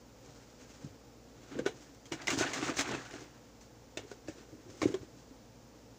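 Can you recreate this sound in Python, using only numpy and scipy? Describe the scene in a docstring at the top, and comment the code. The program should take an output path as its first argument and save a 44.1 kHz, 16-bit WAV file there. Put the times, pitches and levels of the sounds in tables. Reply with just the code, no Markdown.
"""In a quiet kitchen a hand lifts a paper carton of milk, shakes it and sets it on a wooden counter.
An appliance hums as wavering sines over shaped room noise; fingers rustle as dense grains on the card.
The card ticks in struck modes and rattling grains; the hollow carton thumps as softly begun decaying sines.
The milk slaps the walls, gurgles and sprays: random clicks through resonances, surging together."""
import sys
import numpy as np
from scipy import signal
from scipy.fft import rfft, irfft, next_fast_len
from scipy.io import wavfile

SR = 44100
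rng = np.random.default_rng(int(sys.argv[2]) if len(sys.argv) > 2 else 0)


def wrap_up_sound(samples):
    """Save the sound to the file named by the first command line argument, as 16-bit audio."""
    columns = np.atleast_2d(samples).T
    # keep every value between -1 and 1, then stretch to whole-number steps
    tamed = np.clip(columns, -1, 1)
    steps = np.round(tamed * 32767).astype(np.int16)
    wavfile.write(sys.argv[1], SR, steps)


N = 263718


def from_db(db):
    """Logarithmic level: the amplitude gain of a value in dB."""
    return 10 ** (np.asarray(db) / 20)


def rms_one(x):
    """Normalisation: scales a signal to rms 1."""
    return x / np.sqrt(np.mean(x ** 2) + 1e-20)


def sine(hz, t):
    """Simple harmonic motion: a sine of peak 1."""
    return np.sin(2 * np.pi * hz * t)


def decay(t, t60_s):
    """Exponential damping: the amplitude falls 60 dB in t60_s."""
    return from_db(-60 * t / t60_s)


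def coloured(x, spectrum):
    """Spectral shaping: weights a white signal by a (frequency_hz, level_db) table; rms 1."""
    size = next_fast_len(N)
    hz, level_db = np.transpose(spectrum)
    log_hz = np.log(np.arange(size // 2 + 1) * SR / size + 1)
    gain = from_db(np.interp(log_hz, np.log(hz), level_db))
    return rms_one(irfft(rfft(x, size) * gain, size)[:N])


def drift(rate_hz):
    """Low-pass noise: a slow random fluctuation of rms 1."""
    r = np.exp(-2 * np.pi * rate_hz / SR)
    noise = rng.standard_normal(N + SR)
    return rms_one(signal.lfilter([1], [1, -2 * r, r * r], noise)[SR:])   # settled after one second


def resonance(x, hz, width_hz):
    """Damped resonator: a two-pole band-pass with gain 1 at its peak."""
    r = np.exp(-np.pi * width_hz / SR)
    poles = [1, -2 * r * np.cos(2 * np.pi * hz / SR), r * r]
    return signal.lfilter([(1 - r * r) / 2, 0, (r * r - 1) / 2], poles, x)


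def grains(per_s, spread_db):
    """Random impulse process: clicks of uneven size and sign."""
    sizes = from_db(spread_db * np.minimum(rng.exponential(1, N), 4))
    signs = rng.choice([-1, 1], N)
    return sizes * signs * (rng.random(N) < per_s / SR)


def add(out, start_s, sound):
    """Superposition: mixes a sound in at its start time."""
    at = round(start_s * SR)
    out[at:at + len(sound)] += sound[:N - at]


def played(swells, layers):
    """Swelling envelopes: straight in dB up to a crest and down; overlapping swells add in power."""
    onset_depth_db = 13.5   # how far under its crest a swell is one rise time earlier
    t, out = np.arange(N) / SR, 0
    shapes = []
    for crest_s, rise_s, fall_db_per_s, *_ in swells:
        before_db = onset_depth_db * (crest_s - t) / max(rise_s, .002)
        after_db = fall_db_per_s * (t - crest_s)
        shapes.append(from_db(-np.maximum(before_db, after_db)))
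    power_shapes = np.array(shapes) ** 2
    for level_db, layer in zip(np.transpose(swells)[3:], layers):
        out = out + np.sqrt(from_db(level_db) ** 2 @ power_shapes) * layer
    return out


# spectrum of the room noise: frequency_hz, relative level_db (per Hz)
ROOM_SPECTRUM = [(25, -18), (48, 0.5), (70, -23), (86, -14), (110, -0.5), (170, -9.5), (269, -2.5),
                 (382, -12.5), (473, -3.5), (637, -13), (881, -13.5), (1000, -17.5), (2000, -24),
                 (4000, -26.5), (5200, -22), (7200, -24), (8200, -35.5), (11500, -42.5), (13800, -41.5),
                 (14700, -28.5), (15800, -36)]
# partials of the appliance motor: frequency_hz, mean level_db (rms)
MOTOR_HUM = [(59.2, -65.5), (118.4, -69), (236.9, -71)]
# noise ringing in the kitchen: frequency_hz, width_hz, level_db (rms)
ROOM_RESONANCES = [(271, 64, -66.5), (513, 67, -76)]


def room_tone():
    """Stationary background: steady noise, a slightly wavering motor hum and two broad room resonances."""
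    t = np.arange(N) / SR
    out = from_db(-58) * coloured(rng.standard_normal(N), ROOM_SPECTRUM)
    for hz, level_db in MOTOR_HUM:
        level = from_db(level_db + 0.84 * drift(3.3))
        phase = 2 * np.pi * hz * t + 0.25 * drift(2.6)
        out += level * np.sqrt(2) * np.sin(phase)
    for hz, width_hz, level_db in ROOM_RESONANCES:
        out += from_db(level_db) * rms_one(resonance(rng.standard_normal(N), hz, width_hz))
    return out


def kitchen(x):
    """Reverberation: convolution with decaying dull noise after a short gap."""
    t60_s, gap_s = 0.082, .006
    t = np.arange(SR // 2) / SR
    dull_noise = signal.lfilter([1], [1, -.5], rng.standard_normal(len(t)))
    tail = dull_noise * decay(t, t60_s) * (t > gap_s)
    return signal.fftconvolve(x, tail / np.sqrt(np.sum(tail ** 2)))[:N]


# air and panel resonances of the carton: frequency_hz, width_hz, gain_db
CARTON_RESONANCES = [(238.5, 73, -4.5), (310, 106, 2), (386, 117, -0.5), (552, 250, -19), (127.4, 29, -5)]


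def hollow(x):
    """Cavity resonance: the carton's low modes in parallel with alternating sign; rms 1."""
    out = 0
    for k, (hz, width_hz, gain_db) in enumerate(CARTON_RESONANCES):
        out = out + (-1) ** k * from_db(gain_db) * resonance(x, hz, width_hz)
    return rms_one(out)


# spectrum shared by the splash and the finger scuff: frequency_hz, relative level_db (per Hz)
SPLASH_SPECTRUM = [(290, 2.5), (500, -2), (742, 1.5), (996, -2), (1510, 1.5), (1620, 0), (2200, -3),
                   (4500, -9.5), (5850, -45), (9900, -120)]
# spectrum shared by milk spray, card rustle and tick noise: frequency_hz, relative level_db (per Hz)
SPRAY_SPECTRUM = [(2500, -5), (3500, -5), (4420, -3), (6490, 1.5), (7410, -2.5), (9000, -16.5),
                  (10700, -26), (13400, -37), (14700, -30), (15800, -0.5)]
# fingers sliding on the card, timed at the firmest grip:
# crest_s, rise_s, fall_db_per_s, rustle_db, scuff_db, dull_rub_db
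FINGER_SLIDES = [(0.28, 0.14, 42, -62, -68, -65.5), (0.72, 0.16, 68, -58, -62, -61),
                 (0.845, 0.012, 158, -56, -61, -54), (1.44, 0.093, 67, -60.5, -60.5, -61),
                 (1.52, 0.012, 51, -63, -56, -47), (1.585, 0.047, 200, -63, -55, -39.5),
                 (1.83, 0.26, 90, -58.5, -63.5, -74), (3.995, .01, 100, -55.5, -60, -58),
                 (4.37, 0.13, 51, -62, -64.5, -59), (4.53, .008, 56, -84, -81, -60),
                 (4.705, 0.015, 80, -55, -64, -51.5), (4.81, 0.073, 41, -56, -67, -72),
                 (4.872, 0.017, 250, -51.5, -53, -37.5), (4.92, .02, 102, -62, -56, -48),
                 (5.2, 0.17, 92, -66, -74, -65)]


def handling():
    """Sliding friction: skin on coated card rustles and scuffs, with a dull rub through the hollow box."""
    slips = from_db(2.9 * drift(12.3))
    rustle = slips * coloured(grains(4000, 2.1), SPRAY_SPECTRUM)
    scuff = slips * coloured(grains(3000, 1.8), SPLASH_SPECTRUM)
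    dull_rub = hollow(grains(500, 2.4))
    return played(FINGER_SLIDES, (rustle, scuff, dull_rub))


# modes of the stiff card and cap: frequency_hz, width_hz, gain_db
CARD_MODES = [(680, 240, 10.5), (1100, 720, 7), (1510, 280, 5), (1816, 91, -1), (2216, 210, 1.5),
              (2874, 66, -1.5), (3260, 430, 0), (4000, 150, -4.5), (5700, 150, -29), (6700, 300, -10)]
# ticks and slaps on the card walls, the levels taken before onset shaping:
# start_s, low_ring_db, low_ring_hz, high_ring_hz, card_noise_db, spray_db, rattle_t60_s
CARD_TICKS = [(0.26, -63, 1220, 6010, -61.5, -59, 0.092), (1.5891, -33.5, 1570, 7350, -43.5, -46, 0.077),
              (1.656, -42, 1510, 5700, -45, -54, .05), (1.6614, -24, 1510, 5700, -36.5, -43, 0.1),
              (1.662, -24, 3720, 4400, -43.5, -48, 0.16), (1.8085, -62, 1050, 5510, -75, -57.5, 0.25),
              (1.947, -70, 1300, 5430, -82, -55, 0.05), (2.0559, -49, 2200, 3230, -65, -52, 0.16),
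              (2.1205, -49, 2200, 5840, -38, -37.5, 0.13), (2.217, -33, 2020, 4860, -65, -47, 0.063),
              (2.2715, -27, 2280, 5150, -33, -32.5, 0.084), (2.2803, -12, 2060, 6220, -37, -41, 0.13),
              (2.3035, -21, 2320, 2770, -38, -33, 0.21), (2.3877, -31, 2500, 6030, -38, -31.5, 0.094),
              (2.4103, -38, 1460, 3780, -43, -36.5, 0.11), (2.4622, -26, 1770, 2760, -40, -54, 0.16),
              (2.5336, -25, 2070, 6640, -39, -36.5, 0.25), (2.769, -31, 2140, 5950, -41, -36, 0.11),
              (2.7897, -20, 2190, 2910, -31, -39, .12), (2.8088, -25, 1730, 6700, -46, -27.5, 0.067),
              (3.0593, -37.5, 1460, 6710, -60, -61, 0.079), (3.078, -62, 1500, 9300, -62, -63, .03),
              (3.109, -38, 1800, 6540, -54, -48, 0.056), (3.13, -60, 1800, 9300, -67, -60, .03),
              (3.139, -40, 1420, 2630, -46, -54, 0.058), (3.6094, -62, 1310, 6300, -74, -55.5, 0.3),
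              (3.9723, -25.5, 2600, 3580, -39, -35.5, 0.057), (3.99, -44, 2180, 2740, -53.5, -64, 0.23),
              (4.1141, -38, 1496, 6600, -49.5, -46.5, .06), (4.275, -48, 2210, 4600, -57, -58, 0.073),
              (4.2824, -36, 1660, 2620, -53, -48.5, 0.18), (4.8168, -28, 2250, 4530, -41, -40.5, 0.11),
              (4.8167, -28, 1100, 5970, -41, -47.5, 0.11), (4.8276, -24.5, 2200, 6000, -52, -46, 0.13),
              (4.8374, -29, 2260, 3730, -49, -49, 0.1), (4.9192, -59, 1580, 6220, -51.5, -53.5, 0.13),
              (4.9418, -44, 1033, 3200, -39.5, -44.5, 0.05), (4.947, -42, 3230, 3300, -52, -62, 0.044)]


def ticks():
    """Modal excitation: a crack rings two pitches and the card's modes, then small contacts rattle away."""
    out, t = np.zeros(N), np.arange(SR // 4) / SR
    contacts = grains(2500, 3.1)
    spray = coloured(rng.standard_normal(N), SPRAY_SPECTRUM)
    mode_hz = np.array(CARD_MODES)[:, 0]
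    signs = (-1) ** np.arange(len(CARD_MODES))
    rattled = np.array([from_db(db) * rms_one(resonance(contacts, hz, width_hz))
                        for hz, width_hz, db in CARD_MODES])
    struck = np.array([from_db(db) * sine(hz, t) * np.exp(-np.pi * width_hz * t)
                       for hz, width_hz, db in CARD_MODES])
    soft_onset = 1 - np.exp(-t / 0.0017)
    sharp_onset = 1 - np.exp(-t / 0.0001)
    for start_s, level_db, low_hz, high_hz, card_db, spray_db, t60_s in CARD_TICKS:
        at = round(start_s * SR)
        now = slice(at, at + len(t))
        # modes weaken with their distance in octaves from the two ring pitches
        near_low = from_db(-5.0 * np.abs(np.log2(mode_hz / low_hz)))
        near_high = from_db(-12.0 * np.abs(np.log2(mode_hz / high_hz)))
        weights = (near_low + 0.18 * near_high) * signs
        low = from_db(level_db) * sine(low_hz, t) * decay(t, 31.3 / low_hz)
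        high = from_db(spray_db + 0.5) * sine(high_hz, t) * decay(t, 120.0 / high_hz)
        # the first contact strikes all the card's modes at once
        crack = from_db(card_db - 4) * (weights @ struck)
        spray_now = from_db(spray_db) * spray[now]
        snap = 1.28 * spray_now * decay(t, 0.0078)   # first dry contact
        rattle = from_db(card_db) * rms_one(weights @ rattled[:, now]) + spray_now
        sharp = (high + snap + crack) * sharp_onset
        soft = (low + rattle * decay(t, t60_s)) * soft_onset
        add(out, start_s, sharp + soft)
    return out


# hollow thumps of the carton, the levels taken before decay; air and panel also before the soft onset:
# start_s, air_level_db (peak), pitch_hz, t60_s, panel_db (peak), counter_thud_db (rms)
CARTON_THUMPS = [(0.284, -38, 116, .06, -64, -66), (0.839, -34, 135, .064, -64, -48),
                 (0.8431, -22, 233, 0.022, -60, -55), (0.86, -35, 134, .057, -60, -53),
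                 (0.899, -36, 108, .047, -58, -62), (1.511, -39, 273, 0.073, -62, -63),
                 (1.5906, -19, 279, 0.029, -15.5, -54), (1.6611, -12.5, 388, 0.032, -55, -70),
                 (1.689, -37.5, 445, 0.16, -56, -65), (2.117, -28.5, 332, 0.074, -47, -51),
                 (2.33, -24.5, 274, 0.079, -45, -57), (2.372, -22.5, 301, 0.042, -38, -41),
                 (2.407, -27, 374, 0.056, -25, -42), (2.459, -29, 310, 0.043, -48, -57),
                 (2.623, -37.5, 310, 0.12, -54, -60), (2.789, -30, 278.5, 0.11, -41, -56),
                 (2.905, -28, 251, 0.08, -32.5, -62), (2.93, -38, 130, 0.092, -45, -53),
                 (3.132, -45, 386, 0.15, -50, -53), (3.97, -26, 350, 0.032, -27.5, -62),
                 (3.989, -31.5, 450, 0.027, -35, -52), (4.034, -40, 401, .04, -62, -62),
                 (4.048, -39, 380, 0.038, -53, -66), (4.114, -29.5, 413, 0.032, -40, -67),
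                 (4.282, -29.5, 318, 0.058, -32, -47), (4.294, -28, 290, 0.022, -40, -67),
                 (4.526, -42, 305, 0.087, -50, -49.5), (4.66, -44, 354, 0.12, -66, -64),
                 (4.69, -42, 298, 0.096, -48, -47.5), (4.816, -21, 343, 0.043, -42, -54),
                 (4.828, -19, 308, 0.051, -22.5, -39), (4.8551, -5.5, 330, 0.028, -25, -34),
                 (4.9395, -22.5, 378.5, .09, -38.5, -63), (5.006, -28.5, 95.5, 0.044, -35, -57),
                 (5.029, -31.5, 348, 0.028, -47, -58), (5.307, -43.5, 264, .11, -55, -73)]


def thumps():
    """Cavity ringing: a soft push excites the air, a higher panel mode and the counter's low thud."""
    rise_cycles, panel_ratio = 0.82, 1.75   # panel_ratio: panel pitch over air pitch
    out, t = np.zeros(N), np.arange(SR // 4) / SR
    for start_s, level_db, hz, t60_s, panel_db, thud_db in CARTON_THUMPS:
        soft_onset = 1 - np.exp(-(t * hz / rise_cycles) ** 2)
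        air = from_db(level_db) * sine(hz, t) * decay(t, t60_s)
        panel = from_db(panel_db) * sine(panel_ratio * hz, t) * from_db(-75 * t / t60_s)
        thud = from_db(thud_db) * np.sqrt(2) * sine(105, t) * decay(t, 0.12)
        add(out, start_s, soft_onset * (air + panel) + thud)
    return out


def bubbles(per_s, low_hz, high_hz, cycles):
    """Bubble resonance: drops and air pockets each ring for some cycles at one of 16 pitches."""
    clicks = grains(per_s, 1.8)
    dealt = rng.integers(0, 16, N)
    out = 0
    for k, hz in enumerate(np.geomspace(low_hz, high_hz, 16)):
        out = out + resonance(clicks * (dealt == k) + 1e-18, hz, 1.6 * hz / cycles)
    return out


# surges of milk against the walls, the levels at the crest before the random surging:
# crest_s, rise_s, fall_db_per_s, wall_boom_db, splash_db, spray_db
MILK_SURGES = [(2.124, 0.0095, 450, -36, -46.5, -50), (2.22, 0.059, 300, -51.5, -47.5, -51),
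               (2.28, 0.009, 70, -41.5, -44.5, -40.5), (2.33, 0.043, 350, -40.5, -39.5, -38.5),
               (2.378, .008, 109, -36, -42.5, -37), (2.419, 0.027, 134, -41, -35.5, -48),
               (2.535, 0.0095, 110, -48, -43, -42), (2.581, 0.071, 300, -45, -43.5, -61),
               (2.625, 0.0071, 89, -40.5, -40.5, -44.5), (2.705, 0.13, 453, -38, -39.5, -43),
               (2.796, .03, 250, -47, -38.5, -32.5), (2.856, 0.048, 48, -51, -44, -45.5),
               (2.925, 0.06, 205, -37, -39, -47), (3.114, .004, 100, -52, -65, -54),
               (3.157, .04, 350, -47, -51, -60), (3.219, 0.051, 222, -51, -59.5, -50.5)]


def slosh():
    """Liquid impact: milk booms on the walls, pockets gurgle, drops plop and spray hisses, surging together."""
    surge = drift(20)
    boom = from_db(0.55 * surge) * hollow(grains(600, 4.5))
    gurgle = 0.54 * rms_one(bubbles(300, 487, 2600, cycles=36.0))
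    drops = rms_one(bubbles(3000, 570, 4770, cycles=8.6)) + 0.65 * rng.standard_normal(N)
    splash_swell = from_db(0.43 * surge + 0.52 * drift(67))
    splash = splash_swell * coloured(gurgle + drops, SPLASH_SPECTRUM)
    spray_swell = from_db(2.3 * surge + 0.5 * drift(60))
    spray = spray_swell * coloured(grains(3000, 1.6), SPRAY_SPECTRUM)
    return played(MILK_SURGES, (boom, splash, spray))


def scene():
    """Superposition: direct carton sounds, their reverberation and the room tone."""
    carton = thumps() + ticks() + slosh() + handling()
    reverberation = from_db(-16) * kitchen(carton)
    return (carton + reverberation + room_tone())[None]


def record(dry):
    """Band limiting: the small microphone loses the deep bass; the top is cut steeply."""
    low_cut_hz, high_cut_hz = 51, 15850
    bass_cut = signal.butter(3, low_cut_hz, "high", fs=SR, output="sos")
    top_cut = signal.cheby2(20, 70, high_cut_hz, fs=SR, output="sos")
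    return signal.sosfilt(top_cut, signal.sosfilt(bass_cut, dry))


dry = scene()
out = record(dry)
wrap_up_sound(out)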